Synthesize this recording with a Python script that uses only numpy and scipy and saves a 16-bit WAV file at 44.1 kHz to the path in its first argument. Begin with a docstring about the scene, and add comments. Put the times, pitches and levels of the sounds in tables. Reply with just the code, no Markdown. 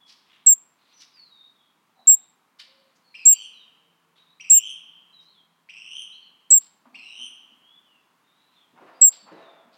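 """A quiet, echoing house: close by, a young caged hummingbird gives six piercing chips.
Each is a near-pure tone that swings as the voice starts and sags as the breath runs out.
Farther off another bird answers with four rising calls, chopped into a rasp by uneven pulses.
Thin whistles slide by over a bed of soft air and faint hums from outside.
Grainy noise makes the dry rustles, muffled bands of noise the dull bumps and two heavier thuds."""
import sys
import numpy as np
from scipy import signal
from scipy.fft import rfft, irfft
from scipy.io import wavfile

SR = 44100
rng = np.random.default_rng(int(sys.argv[2]) if len(sys.argv) > 2 else 0)


def log_audio(samples):
    """Write samples as a 16-bit WAV file to the path given in sys.argv[1]."""
    # one column per channel
    frames = np.atleast_2d(samples).T
    # limit to full scale, then quantise
    limited = np.clip(frames, -1, 1)
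    pcm = np.round(limited * 32767).astype(np.int16)
    wavfile.write(sys.argv[1], SR, pcm)


N = 430857

# Levels in the tables are set ahead of the filters and the faders in scene().
# reverb time of the house: f/Hz, t60/s
ROOM_DECAY = [(200, 0.7), (1000, 1.5), (3000, 1.004), (4500, 0.89), (6000, .52), (7600, 0.32),
              (10000, 0.53), (15000, 0.2)]
# narrow room resonances: f/Hz, level/dB, t60/s
ROOM_MODES = [(2690, 0.5, 1.1), (2786, -4, 1), (2917, -0.5, 1.2), (2963, -3, 1.1), (3160, -4, 1.1),
              (3144, 5, 1.3), (3199, -2, 1.2)]
# EQ of the air bed: f/Hz, level/dB
AIR_EQ = [(20, -79.5), (50, -36), (100, -16), (165, -1.5), (260, -1.5), (380, -6.5), (560, -8.5),
          (780, -4.5), (1070, 0), (1600, -7.3), (2500, -10.5), (4000, -16), (5500, -19.5), (15000, -24)]
# faint hums outside: t/s, length/s, level/dB, first f/Hz, last f/Hz, mid-glide bow/Hz
HUMS = [(2.66, 0.27, -68, 531, 539, 0.5), (2.7, 1.9, -80.5, 539, 448, -21.5),
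        (3.6, 3.0, -78.5, 166.9, 169.4, 0)]
# distant slurred whistles: t/s, length/s, level/dB, first f/Hz, last f/Hz, mid-glide bow/Hz
WHISTLES = [(0.0, 0.11, -59, 3480, 3340, -51), (.93, 0.12, -57.5, 5920, 5980, -1),
            (1.132, 0.17, -52, 5070, 4070, -200), (1.295, 0.23, -52.5, 3897, 3820, -130),
            (1.536, 0.21, -68, 3460, 3310, -38.5), (1.946, 0.39, -66, 4050, 3650, -29),
            (3.017, 0.43, -64.5, 4350, 3750, 108), (3.141, .14, -54.5, 5350, 4670, -100),
            (3.27, 0.19, -52, 5020, 4350, -100), (3.527, 0.14, -56, 4150, 3610, -22.5),
            (4.153, .11, -62, 3400, 3500, 400), (4.26, .1, -63, 3450, 3750, 280),
            (5.125, 0.12, -53, 4010, 3810, -52), (5.241, .1, -59.5, 3920, 4270, 29),
            (5.307, 0.14, -59.5, 4190, 3300, -370), (6.117, 0.055, -54.5, 3640, 4330, 82),
            (6.195, 0.13, -61, 4370, 3900, 111.5), (6.924, .34, -59.5, 4530, 3690, -180),
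            (7.611, .23, -57, 3000, 3330, 230), (7.83, .19, -63, 3330, 2680, -170),
            (8.222, 0.43, -70, 3590, 4260, -4), (8.541, 0.15, -63.5, 3790, 3230, -150),
            (8.932, 0.19, -66, 4800, 4870, 81.5), (9.08, 0.2, -58.5, 4850, 4400, 3),
            (9.31, 0.38, -64, 4150, 3334, -130)]
# light bumps: t/s, boom level/dB, knock level/dB, knock rise/s, knock f/Hz, knock width/octaves
BUMPS = [(1.96, -76, -63, 0.037, 768, 0.16), (6.853, -65, -58.5, 0.004, 962, .39),
         (6.925, -64.5, -65, 0.017, 768, .08), (7.185, -63, -65, 0.017, 936, .42),
         (7.491, -66, -77.5, .02, 850, .3), (9.628, -64, -73, 0.022, 850, .3)]
# heavy thuds: t/s, level/dB, extra weight/dB
THUDS = [(8.765, -52, -3.5), (9.268, -52, 1)]
# layers of a thud (first touch, clack, body, lingering rumble, hollow note):
# delay/s, level/dB, share of the extra weight, rise/s, t60/s, f/Hz, width/octaves
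THUD_LAYERS = [(-0.043, -9.5, 0.065, .019, 0.2, 207, .39), (-0.01, -2, 0.19, 0.026, 0.39, 890, .42),
               (0.038, 1.8, 1, .02, .25, 340, 0.61), (0.083, -5, 0.3, 0.028, 1, 780, 0.84),
               (0.11, -8.5, 0.95, 0.031, .7, 655, 0.089)]
# dry rustles: t/s, level/dB, rise/s, t60/s, centre f/Hz
RUSTLES = [(0.059, -52.5, 0.044, 0.34, 4530), (.24, -59.5, 0.12, 0.35, 3020), (0.749, -64, .2, 0.33, 3720),
           (0.966, -53.5, 0.057, 0.18, 4900), (1.013, -52.5, .02, 0.06, 3280),
           (1.159, -60, .012, 0.16, 2370), (2.049, -67.5, .04, 0.81, 3420), (2.586, -46, 0.013, 0.21, 4040),
           (2.952, -68, 0.0087, 0.21, 5550), (4.148, -63.5, 0.026, 0.47, 3410),
           (5.198, -67.5, 0.028, 0.18, 4800), (6.593, -60, 0.033, 0.27, 4300),
           (8.14, -72.5, 0.45, 1.14, 3034), (9.118, -50, 0.0089, 0.34, 4200),
           (9.717, -60.5, 0.031, .3, 4100)]
# EQ of a rustle: ratio to its centre frequency, level/dB
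RUSTLE_EQ = [(.15, -32), (.4, -14.5), (.62, -8.5), (.85, -5), (1.12, -2.5), (1.3, -9.5), (1.45, -18.5),
             (2.3, -28), (3.6, -42)]
# the far bird's calls: t/s, length/s, level/dB, top f/Hz, brightness/dB per harmonic, yip level/dB
RASPS = [(3.186, 0.3, -41.5, 3026, 2, -41), (4.441, .300, -37, 3117, 4, -42.5),
         (5.733, .315, -38, 3090, 4, -41.5), (6.988, .305, -39.5, 3081, 4.5, -40.5)]
# short squeaks around the starts of two calls: t/s, length/s, f/Hz, level/dB
SQUEAKS = [(4.406, 0.013, 5760, -39.5), (5.693, 0.026, 5780, -57), (5.769, 0.033, 5800, -55)]
# resonances of the far bird's throat: f/Hz, level/dB
THROAT_EQ = [(1600, -9), (2050, -3.5), (2600, 0), (2950, -1), (3150, 4), (3400, 1), (4200, -1), (5400, 4),
             (6200, -1.5), (6900, -24.5), (7700, 6), (8500, 4), (9400, -7), (10500, -16.5), (12400, 0)]
# the hummingbird's chips, and the faint overload ticks heard on each:
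# t/s, length/s, level/dB, f/Hz, overload tick level/dB, three pitch swings/Hz
CHIPS = [(0.4617, 0.082, -3, 7593, -58, 620, -43, 71.5),
         (2.0710, 0.084, -2.5, 7633, -58.5, 195, -320, -2.5),
         (3.253, 0.092, -2.5, 7615, -65.5, 50.5, -350, 4),
         (4.4978, 0.099, -3.5, 7577, -55.5, 155, -420, 245.5),
         (6.503, 0.089, -4.5, 7630, -60.5, 614, -560, 381.5),
         (9.011, 0.086, -1.5, 7630, -64.5, -57, 204, 14)]
# timing of the three swings within a chip: t/s, width/s
SWING_TIMES = [(.001, .0025), (.0055, .003), (0.013, .0055)]
# the bill's colour on a chip's octave: f/Hz, level/dB
BILL_EQ = [(13500, -14), (14400, -1.5), (15200, 2.5), (15600, -4), (16100, -28)]


def amp(db):
    """Decibels to gain."""
    return 10 ** (np.asarray(db) / 20)


def unit_rms(x):
    """Scales to rms 1."""
    return x / np.sqrt(np.mean(x ** 2) + 1e-20)


def curve(points, hz):
    """Reads a table on a log-frequency axis."""
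    f, value = np.transpose(points)
    return np.interp(np.log(hz + 1e-6), np.log(f), value)


def hump(t, centre, width):
    """A bell-shaped envelope of height 1."""
    return np.exp(-((t - centre) / width) ** 2)


def hit_envelope(rise, t60):
    """One second of envelope: linear attack, exponential decay."""
    t = np.arange(SR) / SR
    return np.minimum(t / rise, 1) * amp(-60 * np.maximum(t - rise, 0) / t60)


def eq(x, colour):
    """Filters x by colour(Hz), given in dB."""
    hz = np.fft.rfftfreq(len(x), 1 / SR) + 1
    return irfft(rfft(x) * amp(colour(hz)), len(x))


def noise(size, colour):
    """Noise of rms 1, shaped by colour(Hz) in dB."""
    return unit_rms(eq(rng.standard_normal(size), colour))


def wander(size, rate_hz):
    """Random modulation that rolls off above rate_hz."""
    return noise(size, lambda hz: -20 * np.log10(1 + (hz / rate_hz) ** 2))


def add(mix, start, sound):
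    """Lays a sound into the mix at start, in seconds."""
    part = mix[max(round(start * SR), 0):][:len(sound)]
    part += sound[:len(part)]


def track(source, cues):
    """One sound for each row of a cue table."""
    mix = np.zeros(N)
    for cue in cues:
        add(mix, *source(*cue))
    return mix


def reflect(x, echo_db, spread_s, count=14):
    """Adds early reflections off nearby surfaces: glides ripple and fast pulses blur."""
    out = x.copy()
    for delay, sign in zip(rng.uniform(0.0024, spread_s, count), rng.choice([-1, 1], count)):
        add(out, delay, sign * amp(echo_db) * x)
    return out


def reverb(x, predelay_s):
    """The diffuse tail of the house; each band dies at its own speed."""
    taps = rng.standard_normal(SR) * (rng.random(SR) < .2) * (np.arange(SR) > predelay_s * SR)
    hz, t, bands = signal.stft(taps, SR, nperseg=256)
    decay = amp(-60 * t / curve(ROOM_DECAY, hz)[:, None])
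    tail = signal.istft(bands * decay, SR, nperseg=256)[1]
    return signal.fftconvolve(x, tail / np.linalg.norm(tail))[:N]


def room_ring(x):
    """Narrow room resonances that sing on after a call."""
    t = np.arange(SR) / SR
    modes = np.zeros(SR)
    for hz, db, t60 in ROOM_MODES:
        unity_gain = 2 * np.log(1000) / (t60 * SR)
        modes += unity_gain * amp(db - 60 * t / t60) * np.sin(2 * np.pi * hz * t)
    return signal.fftconvolve(x, modes)[:N]


def air():
    """Room tone: a soft, dark noise bed whose level drifts slowly."""
    return amp(-67.5 + .5 * wander(N, 0.67)) * noise(N, lambda hz: curve(AIR_EQ, hz))


def gliding_tone(start, length, db, first_hz, last_hz, bow_hz):
    """A whistle or hum: one unsteady tone on a curved glide, hoarser when it is softer."""
    attack, release, flutter_db = .15, .3, 2.8  # attack and release are shares of the length
    progress = np.linspace(0, 1, int(length * SR))
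    hz = first_hz + (last_hz - first_hz) * progress + bow_hz * (1 - (2 * progress - 1) ** 2)
    envelope = np.minimum(progress / attack, 1) * np.minimum((1 - progress) / release, 1)
    hoarseness = np.clip(-(db + 52) / 12, 0, 1)
    waver = .01 * wander(len(hz), 120) + .022 * hoarseness * wander(len(hz), 350)
    phase = 2 * np.pi * np.cumsum(hz * (1 + waver)) / SR
    flutter = amp(flutter_db * wander(len(hz), 40))
    return start, amp(db) * envelope * unit_rms(np.sin(phase) * flutter)


def muffled_hit(db, rise, t60, centre_hz, octaves):
    """A blow heard through walls: a resonant band of noise with a soft attack and no top end."""
    body = noise(SR, lambda hz: -20 * np.log10(1 + (np.log2(hz / centre_hz) / octaves) ** 2 / 2))
    body = eq(body, lambda hz: -10 * np.log10(1 + (160 / hz) ** 10 + (hz / 3000) ** 4))
    return amp(db) * body * hit_envelope(rise, t60)


def bump(start, boom_db, knock_db, rise, centre_hz, octaves):
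    """A light bump: a low boom layered with a hollow knock."""
    boom = muffled_hit(boom_db, rise=.025, t60=.23, centre_hz=242, octaves=.16)
    knock = muffled_hit(knock_db, rise, t60=.13, centre_hz=centre_hz, octaves=octaves)
    return start, boom + knock


def thuds():
    """Heavy thuds, each a staggered stack of muffled hits."""
    mix = np.zeros(N)
    for start, db, weight_db in THUDS:
        for delay, layer_db, share, *shape in THUD_LAYERS:
            add(mix, start + delay, muffled_hit(db + layer_db + share * weight_db, *shape))
    return mix


def rustle(start, db, rise, t60, centre_hz):
    """A dry, grainy scrape that swells and dies."""
    grain = amp(3 * wander(SR, 130))
    scrape = unit_rms(grain * noise(SR, lambda hz: curve(RUSTLE_EQ, hz / centre_hz)))
    return start, amp(db) * scrape * hit_envelope(rise, t60)


def squeak(start, length, hz, db):
    """A brief pure tone that swells and fades."""
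    t = np.arange(int(length * SR)) / SR
    return start, amp(db) * np.sin(2 * np.pi * hz * t) * np.sin(np.pi * t / length)


def yip(rasp_start, db):
    """The quick, rough upward pickup to a rasp, with weak harmonics."""
    lead_s, length, from_hz, to_hz = .044, .021, 2000, 2830
    t = np.arange(int(length * SR)) / SR
    progress = t / length
    hz = from_hz + (to_hz - from_hz) * (1 - (1 - progress) ** 3)
    swell_db = -4.5 + 5.5 * np.sin(np.pi * progress)
    phase = 2 * np.pi * np.cumsum(hz * (1 + 0.043 * wander(len(t), 560))) / SR
    tone = sum(amp(level) * np.sin(k * phase) for k, level in enumerate([0, -21, -31], 1))
    rough_tone = unit_rms(tone * amp(3.5 * wander(len(t), 300)))
    return rasp_start - lead_s, amp(db + swell_db) * rough_tone * signal.windows.tukey(len(t), .06)


def rasp(start, length, db, top_hz, bright_db, pulse_hz=118):
    """The far bird: a rising, brightening note chopped into uneven pulses, each with a pitch swoop."""
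    t = np.arange(int(length * SR)) / SR
    progress = t / length
    # the voice pushes off, catches for an instant, then swells late in the call
    push_db = 4 * np.exp(-t / .016)
    catch_db = -17 * hump(t, .02, .0068)
    swell_db = -4.5 + 5.5 * hump(progress, .77, .22)
    pitch_ratio = .85 + .15 * np.minimum(progress / .76, 1) ** 1.3
    pulse_phase = 2 * np.pi * np.cumsum(pulse_hz * (1 + .25 * wander(len(t), 80))) / SR
    pulses = unit_rms(np.exp(1.3 * np.cos(pulse_phase) + 0.22 * wander(len(t), 100)))
    swoop = 0.027 * np.sin(pulse_phase) + .024 * wander(len(t), 270)
    phase = 2 * np.pi * np.cumsum(top_hz * pitch_ratio * (1 - swoop / pitch_ratio ** 3)) / SR
    tilt_db = -19.5 + 13.5 * progress ** 3 + bright_db
    harmonics_db = [0, tilt_db - 1.5, 2 * tilt_db + 4, 2 * tilt_db - 20]
    tone = sum(amp(level) * np.sin(k * phase) for k, level in enumerate(harmonics_db, 1))
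    fades = np.clip((length - t) / .03, 0, 1) * signal.windows.tukey(len(t), .01)
    return start, amp(db + push_db + catch_db + swell_db) * pulses * tone * fades


def overload_ticks(t, count=5, from_s=.014, to_s=.032):
    """Faint overload ticks heard on each loud chip: a few dull clicks at random early moments."""
    clicks = np.zeros(len(t))
    clicks[np.searchsorted(t, rng.uniform(from_s, to_s, count))] = 1
    return unit_rms(eq(clicks, lambda hz: -10 * np.log10((1 + hz / 250) * (1 + (hz / 9000) ** 4))))


def chip(start, length, db, pitch_hz, tick_db, *swings_hz):
    """The hummingbird: a near-pure note that swings at the onset, settles, sags and gains an octave."""
    attack_s, release_s = .015, .011
    t = np.arange(int(length * SR)) / SR
    progress = t / length
    attack = np.sin(np.pi / 2 * np.minimum(t / attack_s, 1))
    release = np.minimum((length - t) / release_s, 1)
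    envelope = attack * release * (1 - .75 * progress ** 2) * signal.windows.tukey(len(t), .025)
    sag_hz = 374 * progress ** 3  # the breath runs out
    swing_hz = sum(hz * hump(t, at, width) for hz, (at, width) in zip(swings_hz, SWING_TIMES))
    hz = pitch_hz - sag_hz + swing_hz + 18 * wander(len(t), 90)
    onset_strain = 0.057 * hump(t, 0, .028) * wander(len(t), 380)
    phase = 2 * np.pi * np.cumsum(hz) / SR + onset_strain
    octave_db = -16.5 - 13.5 * hump(t, .012, .013)  # dips while the chip is strongest
    octave = eq(amp(octave_db) * release * np.sin(2 * phase), lambda f: curve(BILL_EQ, f))
    quaver_db = 1.2 * progress * noise(len(t), lambda f: -10 * np.log10(1 + (f / 150) ** 8))
    tone_with_ticks = np.sin(phase) + octave + amp(tick_db) * overload_ticks(t)
    return start, amp(db + quaver_db) * envelope * tone_with_ticks


def scene():
    """The mono mix: chips up front and almost dry; calls, whistles, rustles and bumps set back, wet."""
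    chips = amp(0.07) * reflect(track(chip, CHIPS), echo_db=-28.5, spread_s=.014)
    rasps = track(rasp, [cue[:-1] for cue in RASPS])
    yips = track(yip, [(cue[0], cue[-1]) for cue in RASPS])
    calls = eq(rasps + yips, lambda hz: curve(THROAT_EQ, hz)) + track(squeak, SQUEAKS)
    whistles = track(gliding_tone, WHISTLES)
    rustles = track(rustle, RUSTLES)
    bumps = track(bump, BUMPS) + thuds()
    direct = chips + amp(4) * bumps + amp(1) * rustles
    direct += amp(-1.5) * reflect(calls, echo_db=-19.5, spread_s=.033)
    direct += amp(-3) * reflect(whistles, echo_db=-16, spread_s=.05)
    far_send = amp(-13) * whistles + amp(-7.5) * rustles + amp(-4.5) * calls + amp(-0.5) * bumps
    wet = reverb(amp(-31.5) * chips, predelay_s=.02) + reverb(far_send, predelay_s=.0069)
    wet += amp(0.5) * room_ring(calls)
    bed = air() + track(gliding_tone, HUMS)
    return (direct + wet + bed)[None]


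def record(dry):
    """Master chain: a peak limiter snaps down on loud chips and recovers slowly, then a high cut."""
    ceiling_db, recovery_db_per_s, cutoff_hz = -3.1, 25, 16400
    over_db = np.maximum(20 * np.log10(abs(dry[0]) + 1e-9) - ceiling_db, 0)
    recovery_db = np.arange(N) / SR * recovery_db_per_s
    reduction_db = np.maximum.accumulate(over_db + recovery_db) - recovery_db
    high_cut = signal.firwin(511, cutoff_hz, window=("kaiser", 9), fs=SR)
    return signal.oaconvolve(dry / amp(reduction_db), high_cut[None], "same")


dry = scene()
out = record(dry)
log_audio(out)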